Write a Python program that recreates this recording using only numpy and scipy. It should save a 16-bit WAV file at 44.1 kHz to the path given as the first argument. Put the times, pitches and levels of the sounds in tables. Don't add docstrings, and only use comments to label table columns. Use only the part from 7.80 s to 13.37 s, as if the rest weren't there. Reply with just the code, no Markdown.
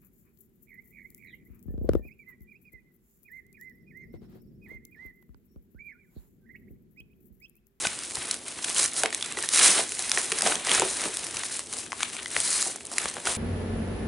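import sys
import numpy as np
from scipy import signal
from scipy.fft import rfft, irfft
from scipy.io import wavfile

SR = 44100
rng = np.random.default_rng(int(sys.argv[2]) if len(sys.argv) > 2 else 0)


def wrap_up_sound(samples):
    columns = np.atleast_2d(samples).T
    tamed = np.clip(columns, -1, 1)
    steps = np.round(tamed * 32767).astype(np.int16)
    wavfile.write(sys.argv[1], SR, steps)


N = 245637

# pitch in Hz, level in dB, seconds to fade by 60 dB (t60).
POUCH_TONES = [(192.5, 9, 0.045), (332, -5.5, 0.077), (379, -3, 0.17), (444, -3.5, 0.13),
               (566, -2.5, 0.044), (669, -8, 0.11), (757, -5.5, 0.12), (944, 3, 0.018)]


def from_db(db):
    return 10 ** (np.asarray(db) / 20)


def rms_one(x):
    return x / np.sqrt(np.mean(x ** 2) + 1e-20)


def filtered(x, order, hz, kind):
    return signal.sosfilt(signal.butter(order, hz, kind, fs=SR, output="sos"), x)


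def coloured(x, spectrum):
    hz, db = np.transpose(spectrum)
    grid = np.maximum(np.fft.rfftfreq(4096, 1 / SR), 10)
    cepstrum = irfft(np.interp(np.log(grid), np.log(hz), db) * np.log(10) / 20)
    cepstrum[1:2048] *= 2
    cepstrum[2049:] = 0
    response = irfft(np.exp(rfft(cepstrum)))
    return rms_one(signal.fftconvolve(x, response[None], axes=-1)[..., :N])


def resonate(x, hz, t60):
    decay, step = from_db(-60 / (t60 * SR)), 2 * np.pi * hz / SR
    return signal.lfilter([0, np.sin(step)], [1, -2 * decay * np.cos(step), decay ** 2], x)


def drift(hz):
    decay = np.exp(-2 * np.pi * hz / SR)
    return rms_one(signal.lfilter([1], [1, -2 * decay, decay ** 2], rng.standard_normal(N + SR))[SR:])


def room_hum():
    # frequency in Hz, relative level in dB.
    air_spectrum = [(15, -46), (25, -53), (65, 2.5), (193, -1), (338, 4.5), (475, -0.5), (920, -11),
                    (1060, -23), (1190, -11), (2310, -42), (3000, -8.5), (3900, -14), (6600, -120)]
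    air_db, mains_hz, mains_db = -51.5, 240, -59.5
    middle, side = rng.standard_normal((2, N))
    air = coloured(middle + 0.18 * side * np.array([[1], [-1]]), air_spectrum)
    mains = np.sin(2 * np.pi * mains_hz * np.arange(N) / SR)
    return from_db(air_db) * air + from_db(mains_db) * mains


def hand_levels():
    # time of greatest force, swell and fade, all in seconds,
    # then the peak levels of fibres, sheet and pouch in dB.
    moves = [(.055, 0.087, 0.024, -29, -36, -43.5), (.1, 0.022, 0.13, -34.5, -39.5, -49),
             (.27, 0.1, 0.054, -37.5, -47, -72), (.36, 0.037, 0.067, -35, -49.5, -47.5),
             (.5, 0.15, 0.068, -34, -39, -48), (.68, 0.025, 0.083, -37, -43, -53),
             (.79, 0.0092, 0.011, -34, -38.5, -45), (.9, 0.08, 0.036, -31.5, -40, -43.5),
             (.99, 0.035, .075, -20.5, -31, -38.5), (1.188, 0.034, 0.03, -25.5, -35.5, -40),
             (1.25, .01, 0.027, -38, -32.5, -32), (1.33, 0.0046, 0.092, -36, -41.5, -47.5),
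             (1.5, 0.086, 0.044, -38, -40, -51), (1.58, 0.0066, 0.038, -31, -39, -39),
             (1.64, 0.0068, 0.021, -27.5, -35.5, -41), (1.856, 0.12, 0.11, -15.5, -23.5, -33),
             (1.981, 0.045, 0.044, -22.5, -28, -32), (2.13, 0.07, 0.059, -33, -44, -60),
             (2.199, 0.017, 0.14, -29.5, -37, -49), (2.39, 0.096, 0.067, -28, -36.5, -42.5),
             (2.57, 0.18, 0.092, -33, -38, -44), (2.67, 0.041, 0.08, -23, -29, -29),
             (2.79, 0.068, 0.056, -36.5, -39.5, -44), (2.935, 0.067, 0.079, -22.5, -25.5, -34),
             (3.029, 0.015, 0.023, -41, -38, -28.5), (3.1, 0.064, 0.11, -27, -36, -42.5),
             (3.259, 0.069, 0.055, -30, -35.5, -36.5), (3.34, .04, 0.1, -35, -41, -61),
             (3.44, 0.093, 0.18, -35.5, -43.5, -46), (3.54, 0.0084, 0.092, -36, -39, -47),
             (3.659, 0.083, 0.038, -33, -44, -50), (3.719, .015, .1, -31, -41, -52),
             (3.94, 0.055, 0.1, -35, -44.5, -48), (4.21, 0.029, 0.085, -36.5, -38, -50),
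             (4.335, .015, 0.11, -36, -42, -47), (4.578, 0.052, 0.037, -31, -38, -44.5),
             (4.76, 0.23, 0.11, -23.5, -34.5, -46), (4.87, 0.013, 0.056, -31, -42, -41),
             (5.13, 0.02, 0.091, -33.5, -43.5, -45), (5.25, 0.073, .06, -32, -37.5, -42),
             (5.38, 0.034, 0.026, -41, -42.5, -40.5), (5.48, 0.028, 0.075, -26, -31, -35.5)]
    sags_db, rests_db = [8.5, 8, 9], [-45, -51.5, -55.5]
    edge_db_per_s = 282
    t = np.arange(0, N / SR + .004, .002)
    peak_s, swell_s, fade_s, *peaks_db = np.transpose(moves)[:, :, None]
    span_s = np.maximum(np.where(t < peak_s, swell_s, fade_s), .002)
    away_s = np.abs(t - peak_s)
    arch = np.minimum(away_s / span_s, 1) ** 1.41
    edge_db = edge_db_per_s * np.maximum(away_s - span_s, 0)
    levels = []
    for peak_db, sag_db, rest_db in zip(peaks_db, sags_db, rests_db):
        strengths = from_db(peak_db - sag_db * arch - edge_db)
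        power = from_db(rest_db) ** 2 + np.sum(strengths ** 2, axis=0)
        levels.append(np.interp(np.arange(N) / SR, t, 10 * np.log10(power)))
    return levels


def tiny_breaks(per_s, spread_db, fade_s, clump_db, hiss):
    sizes = from_db(spread_db * np.minimum(rng.exponential(1, N), 3))
    breaking = rng.random(N) < per_s / SR
    decay = np.exp(-1 / (fade_s * SR))
    puffs = rms_one(signal.lfilter([1], [1, -decay], sizes * breaking))
    strength = (puffs + hiss) / np.sqrt(1 + hiss + hiss ** 2)
    return from_db(clump_db * drift(hz=34.7)) * strength * rng.standard_normal((2, N))


def rustle():
    # frequency in Hz, relative level in dB.
    fibre_spectrum = [(2500, -37), (4000, -4), (5500, -3), (7500, -1), (9500, 2.5), (11500, -7.5)]
    sheet_spectrum = [(600, -14), (1100, 1), (2000, 3.5), (3000, 2.5), (4000, 1.5), (6000, -26.5)]
    pouch_spectrum = [(60, -66), (150, -10.5), (300, -5), (400, -4), (520, -4.5), (720, -4), (1100, -10),
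                      (1800, -22)]
    fibre_db, sheet_db, pouch_db = hand_levels()
    pull = np.clip((fibre_db + 44.5) / 12, 0, 1.5)
    tearing = tiny_breaks(per_s=250, spread_db=6, fade_s=.0006, clump_db=1.83, hiss=1.46 + .91 * pull)
    fibre = coloured(tearing, fibre_spectrum)

    flexing = tiny_breaks(per_s=120, spread_db=3, fade_s=.0025, clump_db=3, hiss=1.1 + pull)
    sheet = coloured(tearing + flexing, sheet_spectrum)
    thin_hz, thin_db = 1670, 0.2 * np.minimum(pouch_db + 43.5, 0)
    sheet = filtered(sheet, 3, thin_hz, "high") + from_db(thin_db) * filtered(sheet, 3, thin_hz, "low")

    rumple = .4 * tearing + tiny_breaks(per_s=150, spread_db=1.5, fade_s=.003, clump_db=1.2, hiss=3)
    hollow = sum(from_db(db) * resonate(rumple, hz, t60) for hz, db, t60 in POUCH_TONES)
    hollow = rms_one(filtered(hollow, 4, 240, "high"))
    pouch = rms_one(coloured(rumple, pouch_spectrum) + 0.16 * hollow)
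    return from_db(fibre_db) * fibre + from_db(sheet_db) * sheet + from_db(pouch_db) * pouch


def pouch_knocks():
    # start in seconds, relative level in dB, most excited pitch in Hz.
    knocks = [(0.048, -24, 655), (0.067, -33, 200), (.368, -29, 850), (1.235, -10.5, 660),
              (1.257, -24.5, 405), (1.57, -29.5, 403), (1.99, -14.5, 645), (2.191, -26.5, 720),
              (2.373, -19, 590), (2.52, -20.5, 420), (2.627, -20.5, 750), (2.66, -11.5, 645),
              (2.701, -24, 436), (2.869, -21, 710), (2.979, -20, 705), (2.996, -16.5, 440),
              (3.02, -20, 423), (3.028, -17, 455), (3.052, -23, 442), (3.29, -28.5, 422),
              (4.563, -23, 570.5), (4.863, -24.5, 830), (5.247, -38, 225), (5.368, -37, 756),
              (5.468, -19, 875)]
    start_s, knock_db, knock_hz = np.transpose(knocks)
    out = np.zeros(N)
    for k, (hz, tone_db, t60) in enumerate(POUCH_TONES):
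        octaves_away = np.abs(np.log2(hz / knock_hz))
        clicks = np.full(N, 1e-18)
        clicks[np.round(start_s * SR).astype(int)] = from_db(knock_db + tone_db - 18 * octaves_away)
        out += 0.52 * (-1) ** k * resonate(clicks, hz, t60)
    return out


def faint_creases(count):
    when, pitch, ring_luck, crack_luck = rng.random((count, 4)).T
    fibre_db = hand_levels()[0][(when * N).astype(int)]
    base_db = -35 + 0.31 * (fibre_db + 35)
    ring_db = base_db + 3 + (2 * ring_luck - 1)
    crack_db = base_db + 8.5 + (2 * crack_luck - 1)
    return list(zip(when * N / SR, 1500 * 2.6 ** pitch, ring_db, crack_db))


def crease_snaps():
    # start in seconds, panel pitch in Hz, ring level in dB, crack level in dB.
    loud_creases = [(.0507, 1510, -16, -40), (.0696, 2360, -12, -13), (.37, 1200, -25, -25),
                    (.5109, 3980, -11, -9.5), (.5422, 3280, -21, -18), (.8427, 3600, -18, -22),
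                    (.845, 2950, -19, -14.5), (.8841, 3580, -21, -32), (.9, 3490, -22, -15),
                    (.9633, 3080, -15.5, -24), (.9826, 2300, -29, -7), (1.0596, 1550, -25, -8),
                    (1.1342, 3790, -37, -17), (1.2345, 1610, -6.5, -5.5), (1.2585, 2130, -12, -15),
                    (1.3048, 2240, -25, -23), (1.3271, 1850, -18.5, -21), (1.3466, 4130, -14, -11),
                    (1.4108, 3450, -18.5, -24), (1.4252, 3440, -12, -28), (1.5718, 1950, -19, -35),
                    (1.5878, 1440, -21, -20), (1.6256, 1800, -30, -12.5), (1.638, 1830, -19, -38),
                    (1.6887, 3770, -11.5, -10), (1.7466, 2120, -25, -4), (1.7603, 2370, -28, -5),
                    (1.7752, 3930, -10, -19), (1.7845, 2250, -13, -17), (1.7971, 3170, -9, -13),
                    (2.0925, 2153, -26, -18), (2.1205, 3000, -20, -16), (2.1927, 3990, -16, -11),
                    (2.2238, 2300, -41, -14), (2.2949, 3900, -33, -11), (2.3166, 3820, -6, -4),
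                    (2.3743, 1830, -11, -22), (2.4144, 2750, -29, -18), (2.4562, 3990, -22, -16),
                    (2.5188, 2800, -12.5, -13), (2.5231, 2600, -14.5, -12), (2.586, 2380, -20, -13.5),
                    (2.6087, 1760, -19, -11), (2.6208, 4060, -7.5, -9), (2.673, 790, -18, -8),
                    (2.7221, 1430, -15.5, -23), (2.7551, 3220, -12.5, -19), (2.8699, 1970, -17.5, -19),
                    (2.8941, 3250, -12, -14), (2.9158, 3380, -7, -13), (2.9427, 2440, -13, -15),
                    (2.9487, 1660, -15, -7.5), (2.979, 1320, -16, -14), (2.9968, 1510, -10, -4),
                    (3.0072, 2870, -19, -14), (3.0205, 930, -11, -16.5), (3.1893, 2530, -32, -23),
                    (3.217, 1390, -23, -18), (3.2384, 2900, -25, -17), (3.3704, 3350, -14, -13.5),
                    (3.4674, 3360, -26, -16), (3.5693, 2880, -13.5, -13), (3.6347, 1970, -19.5, -22),
                    (3.7927, 1080, -21.5, -12.5), (4.0037, 3840, -35, -23), (4.1202, 2060, -20, -29),
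                    (4.1294, 1090, -20.5, -26), (4.206, 1520, -20.5, -23), (4.2306, 2320, -8.5, -12.5),
                    (4.3667, 2270, -21, -25), (4.4591, 2020, -21.5, -38), (4.5652, 1980, -6.5, -7.5),
                    (4.6025, 3200, -10, -6.5), (4.826, 1260, -19.5, -8), (4.9594, 695, -29.5, -17.5),
                    (5.0078, 2630, -29, -30), (5.0528, 3500, -39, -22), (5.0689, 3960, -36, -19.5),
                    (5.1164, 675, -27, -19), (5.1822, 1950, -9, -6), (5.2568, 1140, -16.5, -15.5),
                    (5.283, 3000, -40, -19), (5.3405, 3000, -35, -18.5), (5.3675, 790, -22, -28),
                    (5.4714, 1480, -12, -20)]
    ring_cycles, ring_cap_s, typical_burst_s, samples = 15.3, 0.011, 0.00096, 2048
    out, t = np.zeros(N + samples), np.arange(samples) / SR
    for start_s, hz, ring_db, crack_db in faint_creases(count=18) + list(loud_creases):
        crack_noise, puff_noise = rng.standard_normal((2, samples))
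        hollow_db = max(ring_db - crack_db, 0)
        t60 = min(ring_cycles / hz, ring_cap_s) * (1 + 0.13 * hollow_db)
        attack = 1 - np.exp(-t / 0.000071)
        ring = np.sin(2 * np.pi * hz * t) * attack * from_db(-60 * t / max(t60, .002))
        burst_s = typical_burst_s * from_db(4 * puff_noise[-1])
        burst = np.exp(-t / max(burst_s, .0002))
        puff = filtered(puff_noise * burst, 2, [.4 * hz, 2.6 * hz], "band")
        crack = filtered(crack_noise * burst, 2, [5400, 11000], "band")
        panel = 0.69 * ring + .85 * from_db(0.15 * hollow_db) * puff / np.abs(puff).max()
        at = round(start_s * SR)
        out[at:at + samples] += from_db(ring_db) * panel + from_db(crack_db) * crack / np.abs(crack).max()
    return filtered(out[:N], 2, 330, "high")


def surface_thuds():
    # start in seconds, relative level in dB.
    bumps = [(0.374, -44), (2.984, -46), (3.549, -45), (4.57, -44), (5.254, -45), (5.484, -45)]
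    hz, t60 = 73.4, .12
    clicks = np.full(N, 1e-18)
    for start_s, db in bumps:
        clicks[round(start_s * SR)] = from_db(db)
    pushes = filtered(clicks, 2, [45, 150], "band")
    return resonate(pushes, hz, t60) + 1.1 * resonate(pushes, 1.7 * hz, 1.1 * t60)


def echoes(x, t60, first_s):
    t = np.arange(round(.4 * SR)) / SR
    tails = rng.standard_normal((2, len(t))) * from_db(-60 * t / t60) * (t > first_s)
    tails = signal.lfilter([1], [1, -.45], tails)
    tails = filtered(tails, 1, 400, "high")
    tails /= np.sqrt(np.sum(tails ** 2, axis=1, keepdims=True))
    return signal.fftconvolve(x[None], tails, axes=-1)[:, :N]


def scene():
    # time in seconds, how much louder left is than right in dB.
    hand_places = [(0.0, 0.5), (0.42, 0.5), (1.24, -0.5), (3.88, 1.0), (4.14, 3), (4.93, 0.5), (5.57, 1)]
    balance_db = np.interp(np.arange(N) / SR, *np.transpose(hand_places))
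    middle, side = rustle()
    mailer = middle + crease_snaps() + pouch_knocks()
    direct = mailer * from_db(balance_db * np.array([[.5], [-.5]]))
    nearby = from_db(-18) * echoes(mailer, t60=0.0059, first_s=.0004)[0]
    width = (from_db(-30) * side + nearby) * [[1], [-1]]
    room = from_db(-16.5) * echoes(mailer, t60=0.17, first_s=0.015)
    return direct + width + room + room_hum() + surface_thuds()


def record(dry):
    ceiling, cutoff_hz = .85, 11050
    rounded = ceiling * np.tanh(dry / ceiling)
    return signal.sosfilt(signal.ellip(12, .3, 75, cutoff_hz, fs=SR, output="sos"), rounded)


dry = scene()
out = record(dry)
wrap_up_sound(out)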